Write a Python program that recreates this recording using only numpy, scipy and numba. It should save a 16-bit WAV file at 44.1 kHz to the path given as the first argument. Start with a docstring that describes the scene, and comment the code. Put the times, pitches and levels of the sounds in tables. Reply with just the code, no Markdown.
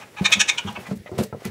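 """In a small hard enclosure, a meerkat chatters beside a cardboard box. Its short harsh barks,
up to about twelve a second, grow louder and die away: uneven throat pulses and rasp ring its mouth.
Paws thump the hollow box, claws scrape the card, and fur and paws shuffle against it.
The walls add a short echo to the barks and scrapes, over a soft room hush."""
import sys
import numpy as np
from scipy import signal
from scipy.io import wavfile
from scipy.ndimage import uniform_filter1d
from numba import njit

SR = 44100
rng = np.random.default_rng(int(sys.argv[2]) if len(sys.argv) > 2 else 0)


def generate_wav(signal):
    """Clip the signal to [-1, 1] and save it as 16-bit WAV at the path in sys.argv[1]."""
    frames = np.transpose(np.atleast_2d(signal))
    scaled = np.clip(frames, -1, 1) * 32767
    pcm = np.round(scaled).astype(np.int16)
    wavfile.write(sys.argv[1], SR, pcm)


N = 66150

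# The barks. Each row: start, swell and hold in seconds; overall, low-ring and teeth gains in dB;
# main and upper mouth resonances in Hz; upper resonance gain in dB; pitch in Hz.
BARK_CALLS = [(.004, 0.011, 0.022, -42, 1, -8.5, 2480, 3600, -17, 415.2),
              (0.158, 0.015, 0.025, -34.5, 0.5, -9, 2400, 3640, -9, 415),
              (0.236, .022, 0.0054, -13, -8.5, -1.5, 2353, 3730, -1, 622.2),
              (.312, 0.011, 0.015, -13.5, -16, 3, 2430, 3494, 1, 625.9),
              (0.387, .018, 0.01, -12, -16, 5, 2605, 3495, -4, 622.2),
              (0.47, .022, 0.0059, -14.5, -12, 3, 2376, 3540, -2.5, 617.5),
              (.570, 0.011, 0.0081, -24.5, -6.5, 1.5, 2411, 3046, 5, 477.7),
              (0.654, .02, 0.017, -37.5, 10, -2.5, 2836, 3270, 1, 405),
              (.746, 0.011, 0.013, -31, 0.5, -25, 2550, 3406, -32, 386.8),
              (0.84, 0.018, 0.016, -41, 2, -29, 1940, 2550, -4.5, 395.5),
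              (1.057, 0.005, 0.018, -42, 0.5, -18, 2063, 3560, -13, 646),
              (1.44, 0.0088, 0.011, -39, -10, -18, 1960, 2520, -4.5, 505)]
# Where throat and teeth ring. Each row: centre in Hz, width in Hz, gain in dB.
THROAT_RINGS = [(1460, 410, -36), (1687, 213, -7.5), (2250, 100, -7.5), (3120, 480, -12), (4360, 640, -23)]
TEETH_RINGS = [(5400, 1100, -12.5), (5970, 1310, -7), (6850, 370, -13.5), (7430, 780, -15.5),
               (9200, 2500, -22.5)]
# Low resonances of the barks, including a lingering enclosure ring near 840 Hz.
# Each row: centre in Hz, width in Hz, gain in dB.
LOW_RINGS = [(837, 44, -7), (971, 135, -2), (1065, 530, -4.5)]
# Paws landing. Each row: start in seconds, level in dB, contact time in ms, focus in Hz, cut in dB
# per octave away from that focus (negative boosts), fade time of the scuffle in seconds.
PAW_THUMPS = [(0.21, -12, 3.5, 160, -8, 0.011), (0.29, -32, 6.1, 150, 5, 0.02),
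              (0.354, -31, 1.6, 170, 19, .012), (0.369, -21.5, 3.2, 120, -2.5, 0.0099),
              (0.647, -21.5, 3.25, 202, -2, 0.037), (0.774, -24, 1.02, 231, -1, 0.016),
              (.886, -23, 1.38, 190, 2, 0.0054), (.912, -17.5, 0.89, 226, 3, 0.018),
              (0.967, -27.5, 4.2, 147, -5, 0.0059), (0.996, -25, 6.3, 150, -7, 0.007),
              (1.06, -29.5, 0.58, 650, 39, 0.0027), (1.093, -29.5, .8, 620, 32, 0.0047),
              (1.116, -22, 0.81, 400, 10, 0.03), (1.174, -21, 1.2, 200, -3, 0.006),
              (1.187, -8, 0.85, 238, 3, 0.011), (1.211, -16, 0.77, 445, 13, 0.021),
              (1.327, -17, 0.45, 297.5, -5.5, .008), (1.347, -20, 0.71, 416, 20, 0.011),
              (1.420, -34.5, 0.62, 620, 31, 0.0035), (1.454, -18, 0.84, 462.5, -1.5, 0.014),
              (1.472, -25, 3, 120, 25, 0.0067)]
# The box's own tones. Each row: frequency in Hz, gain in dB, seconds to fade by 60 dB.
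BOX_TONES = [(107.6, -12.5, 0.27), (146, -10, 0.13), (197.3, -2.5, 0.16), (218.5, -0.5, 0.157),
             (286, -8.5, 0.065), (382, -3.5, 0.099), (440, -2, 0.076), (519, -0.5, 0.04),
             (603.4, -5.5, 0.094), (690, -0.5, 0.026), (848, -8.5, 0.052), (995, -5, 0.036),
             (1330, -2.5, 0.029), (1900, -45, 0.021)]
# Claws on card. Each row: start in seconds, length in seconds, level in dB, centre in Hz.
CLAW_SCRAPES = [(0.303, 0.0071, -34, 13000), (0.724, 0.0089, -45.5, 7000), (0.79, 0.041, -51, 10700),
                (.866, 0.0081, -54, 5870), (0.954, 0.029, -52, 8500), (1.113, 0.0071, -49, 6000),
                (1.179, 0.091, -44.5, 6440), (1.179, 0.031, -34, 2030), (1.189, 0.032, -43, 1210),
                (1.222, 0.027, -39, 9000), (1.232, 0.0089, -30.5, 6500), (1.449, 0.0064, -28, 8900),
                (1.451, 0.031, -40, 3340)]
# How strongly fur and paws rub the card. 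Each row: time in seconds, gain in dB.
SHUFFLE_CURVE = [(0, -41.5), (.07, -57.5), (.15, -50.5), (.3, -39), (.55, -46), (.63, -48), (.72, -43.5),
                 (.84, -46), (.93, -46.5), (.96, -64), (1.05, -68), (1.13, -53), (1.239, -40), (1.29, -84),
                 (1.4, -50), (1.458, -48)]
# The tone colour of the room hush. Each row: frequency in Hz, relative level in dB.
HUSH_COLOUR = [(15, -35), (25, 13), (246, 0), (495, 1), (945, -62), (1800, 1), (2120, -20.5), (2850, -17),
               (3530, -17), (15500, -22.5)]

PITCH_JITTER, PULSE_SCATTER_DB, RASP_DB, RELEASE_S = .035, 2.5, -1, .0056
MAIN_WIDTH_HZ, UPPER_WIDTH_HZ = 220, 420
TONE_SCATTER_DB, PHASE_SCATTER_RAD, SCUFFLE_DB = 2, .4, -23
ECHO_DB, ECHO_SPLIT_HZ, ECHO_RISE_S = -11, 1800, .0044
LOW_FADE_S, HIGH_FADE_S = .32, .11  # time for the echo to fall by 60 dB


def meerkat(t):
    """Pulses and rasp swell and fade with each bark, ringing mouth, throat, teeth and low resonances."""
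    barks = np.array(BARK_CALLS)
    start, swell, hold = barks[:, :3].T[:, :, None]
    current = np.clip(np.searchsorted(barks[:, 0], t) - 1, 0, None)
    low_db, teeth_db, main_hz, upper_hz, upper_db, pitch_hz = barks[current, 4:].T
    source = throat_pulses(pitch_hz) + undb(RASP_DB) * rng.standard_normal(N)
    age = t - start
    rise = np.clip(age / swell, 0, 1) ** 2
    fall = np.exp(-np.maximum(age - swell - hold, 0) / RELEASE_S)
    loudness = undb(barks[:, 3]) @ (rise * fall)
    voice = source * loudness + 1e-18
    main = resonate(voice, [(main_hz, MAIN_WIDTH_HZ, 0)])
    upper = resonate(voice * undb(upper_db), [(upper_hz, UPPER_WIDTH_HZ, 0)])
    throat = resonate(voice, THROAT_RINGS)
    low = resonate(voice * undb(low_db), LOW_RINGS)
    teeth = resonate(voice * undb(teeth_db), TEETH_RINGS)
    return undb(-4.5) * (main - upper + throat + low + teeth)


def throat_pulses(pitch_hz):
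    """The throat gives one pulse a cycle, uneven in timing and strength."""
    step = pitch_hz * (1 + PITCH_JITTER * wander(500)) / SR
    cycles = np.cumsum(step)
    at = np.flatnonzero(np.diff(np.floor(cycles[:-1]))) + 1
    share = cycles[at] % 1 / step[at]  # each pulse is split between two samples
    size = undb(PULSE_SCATTER_DB * rng.standard_normal(N)[at])
    pulses = np.zeros(N)
    pulses[at], pulses[at + 1] = size * share, size * (1 - share)
    return level(pulses, 0)


def resonate(voice, rings):
    """Each resonance picks out one band of the voice; the bands add with alternating signs."""
    return sum((-1) ** k * undb(db) * bandpass(band(voice, hz, width), hz + np.zeros(N), 2. * width)
               for k, (hz, width, db) in enumerate(rings))


def box_thumps():
    """A paw pushes the card, then scuffles; where it lands decides which box tones ring most."""
    out = np.zeros(N + SR)
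    scatters = rng.standard_normal((len(PAW_THUMPS), len(BOX_TONES), 2))
    age = np.arange(SR // 3) / SR
    for (start, db, contact_ms, focus_hz, cut_db, scuffle_s), scatter in zip(PAW_THUMPS, scatters):
        ring = 0
        for (hz, tone_db, fade_s), (gain_draw, phase_draw) in zip(BOX_TONES, scatter):
            gain = undb(tone_db + TONE_SCATTER_DB * gain_draw - cut_db * abs(np.log2(hz / focus_hz)))
            tone = np.sin(2 * np.pi * hz * age + PHASE_SCATTER_RAD * phase_draw)
            ring += gain * tone * fade(age, fade_s)
        grit = rng.standard_normal(SR // 10) * undb(1.5 * rng.exponential(size=SR // 10))
        contacts = level(grit, SCUFFLE_DB) * np.exp(-age[:SR // 10] / scuffle_s)
        contacts[0] = 1  # the landing itself
        push = np.sin(np.pi * np.clip(age[:SR // 100] / contact_ms * 1000, 0, 1)) ** 2
        blow = np.convolve(ring, push)
        thump = signal.fftconvolve(blow / np.abs(blow).max(), contacts)
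        at = int(start * SR)
        out[at:at + len(thump)] += undb(db) * thump
    return out[:N]


def claw_scrapes(t):
    """Claws drag over the card with uneven pressure, making a wide band of gritty noise."""
    out = 0
    for start, length, db, hz in CLAW_SCRAPES:
        rise = np.clip((t - start) / .003, 0, 1)
        fall = np.exp(-np.maximum(t - start, 0) ** 4 / length ** 4)
        grit = rng.standard_normal(N) * undb(1.5 * rng.exponential(size=N) + 2 * wander(150))
        out += undb(db) * rise * fall * band(level(grit, 0), hz, width_hz=1.33 * hz)
    return out


def fur_shuffle(t):
    """Fur and paws rub the card with a soft, grainy sound."""
    times, db = np.array(SHUFFLE_CURVE).T
    grit = rng.standard_normal(N) * undb(3 * wander(60))
    return undb(np.interp(t, times, db)) * band(grit, hz=650, width_hz=970)


def wall_echo(sound):
    """Close, hard walls scatter many quick echoes; the treble dies sooner."""
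    age = np.arange(SR // 2) / SR
    noise = rng.standard_normal(len(age))
    low = signal.sosfilt(signal.butter(1, ECHO_SPLIT_HZ, fs=SR, output="sos"), noise)
    echoes = low * fade(age, LOW_FADE_S) + (noise - low) * fade(age, HIGH_FADE_S)
    echoes *= np.clip(age / ECHO_RISE_S, 0, 1)
    return undb(ECHO_DB) * signal.fftconvolve(sound, echoes / np.sqrt(np.sum(echoes ** 2)))[:N]


def room_hush():
    """Half-octave bands of room noise swell together, and each flickers on its own."""
    out, swell_db = 0, wander(3.3)
    colour_hz, colour_db = np.array(HUSH_COLOUR).T
    for hz in 30 * 2 ** np.arange(0, 9.1, .5):
        flicker_db = 1.2 * wander(12.2)
        db = np.interp(np.log(hz), np.log(colour_hz), colour_db) + swell_db + flicker_db
        centre = np.full(N, hz)
        noise = bandpass(rng.standard_normal(N), centre, hz / 2)
        out += undb(db) * bandpass(noise, centre, hz / 2)
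    return level(out, db=-48)


def undb(db):
    """Turn decibels into a gain."""
    return 10 ** (np.asarray(db) / 20)


def level(x, db):
    """Set a sound's average (RMS) level."""
    return x * undb(db) / np.sqrt(np.mean(x ** 2))


def fade(age, seconds):
    """Fall by 60 dB in the given time."""
    return np.exp(-np.log(1000) * age / seconds)


def wander(rate):
    """A smooth random curve, spread about 1, with `rate` new values a second."""
    span = int(SR / rate)
    steps = np.repeat(rng.standard_normal(N // span + 1), span)
    return 1.3 * uniform_filter1d(uniform_filter1d(steps, span), span)[:N]


@njit
def bandpass(x, hz, width_hz):
    """Let one band through, with gain 1 at a centre that may move."""
    out, mid, low = np.empty(len(x)), 0., 0.
    for i in range(len(x)):
        tuning, damping = np.tan(np.pi * hz[i] / SR), width_hz / hz[i]
        swing = (mid + tuning * (x[i] - low)) / (1 + tuning * (tuning + damping))
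        mid, low = 2 * swing - mid, low + 2 * tuning * swing
        out[i] = damping * swing
    return out


def band(x, hz, width_hz):
    """Let one band through, boosted so white noise roughly keeps its level."""
    return bandpass(x, hz + np.zeros(N), 1. * width_hz) * np.sqrt(SR / np.pi / width_hz)


def scene():
    """Mix barks, scrapes and their echo with the thumps, shuffle and hush, in one channel."""
    t = np.arange(N) / SR
    near = meerkat(t) + claw_scrapes(t)
    return (near + wall_echo(near) + box_thumps() + fur_shuffle(t) + room_hush())[None]


def record(dry):
    """The microphone loses the deep bass, rounds the loudest peaks and cuts the highest treble."""
    bass_cut = signal.butter(4, 88, "high", fs=SR, output="sos")
    treble_cut = signal.ellip(14, .3, 90, 15730, fs=SR, output="sos")
    rounded = np.tanh(1.15 * signal.sosfilt(bass_cut, dry)) / 1.15
    return signal.sosfilt(treble_cut, rounded)


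dry = scene()
out = record(dry)
generate_wav(out)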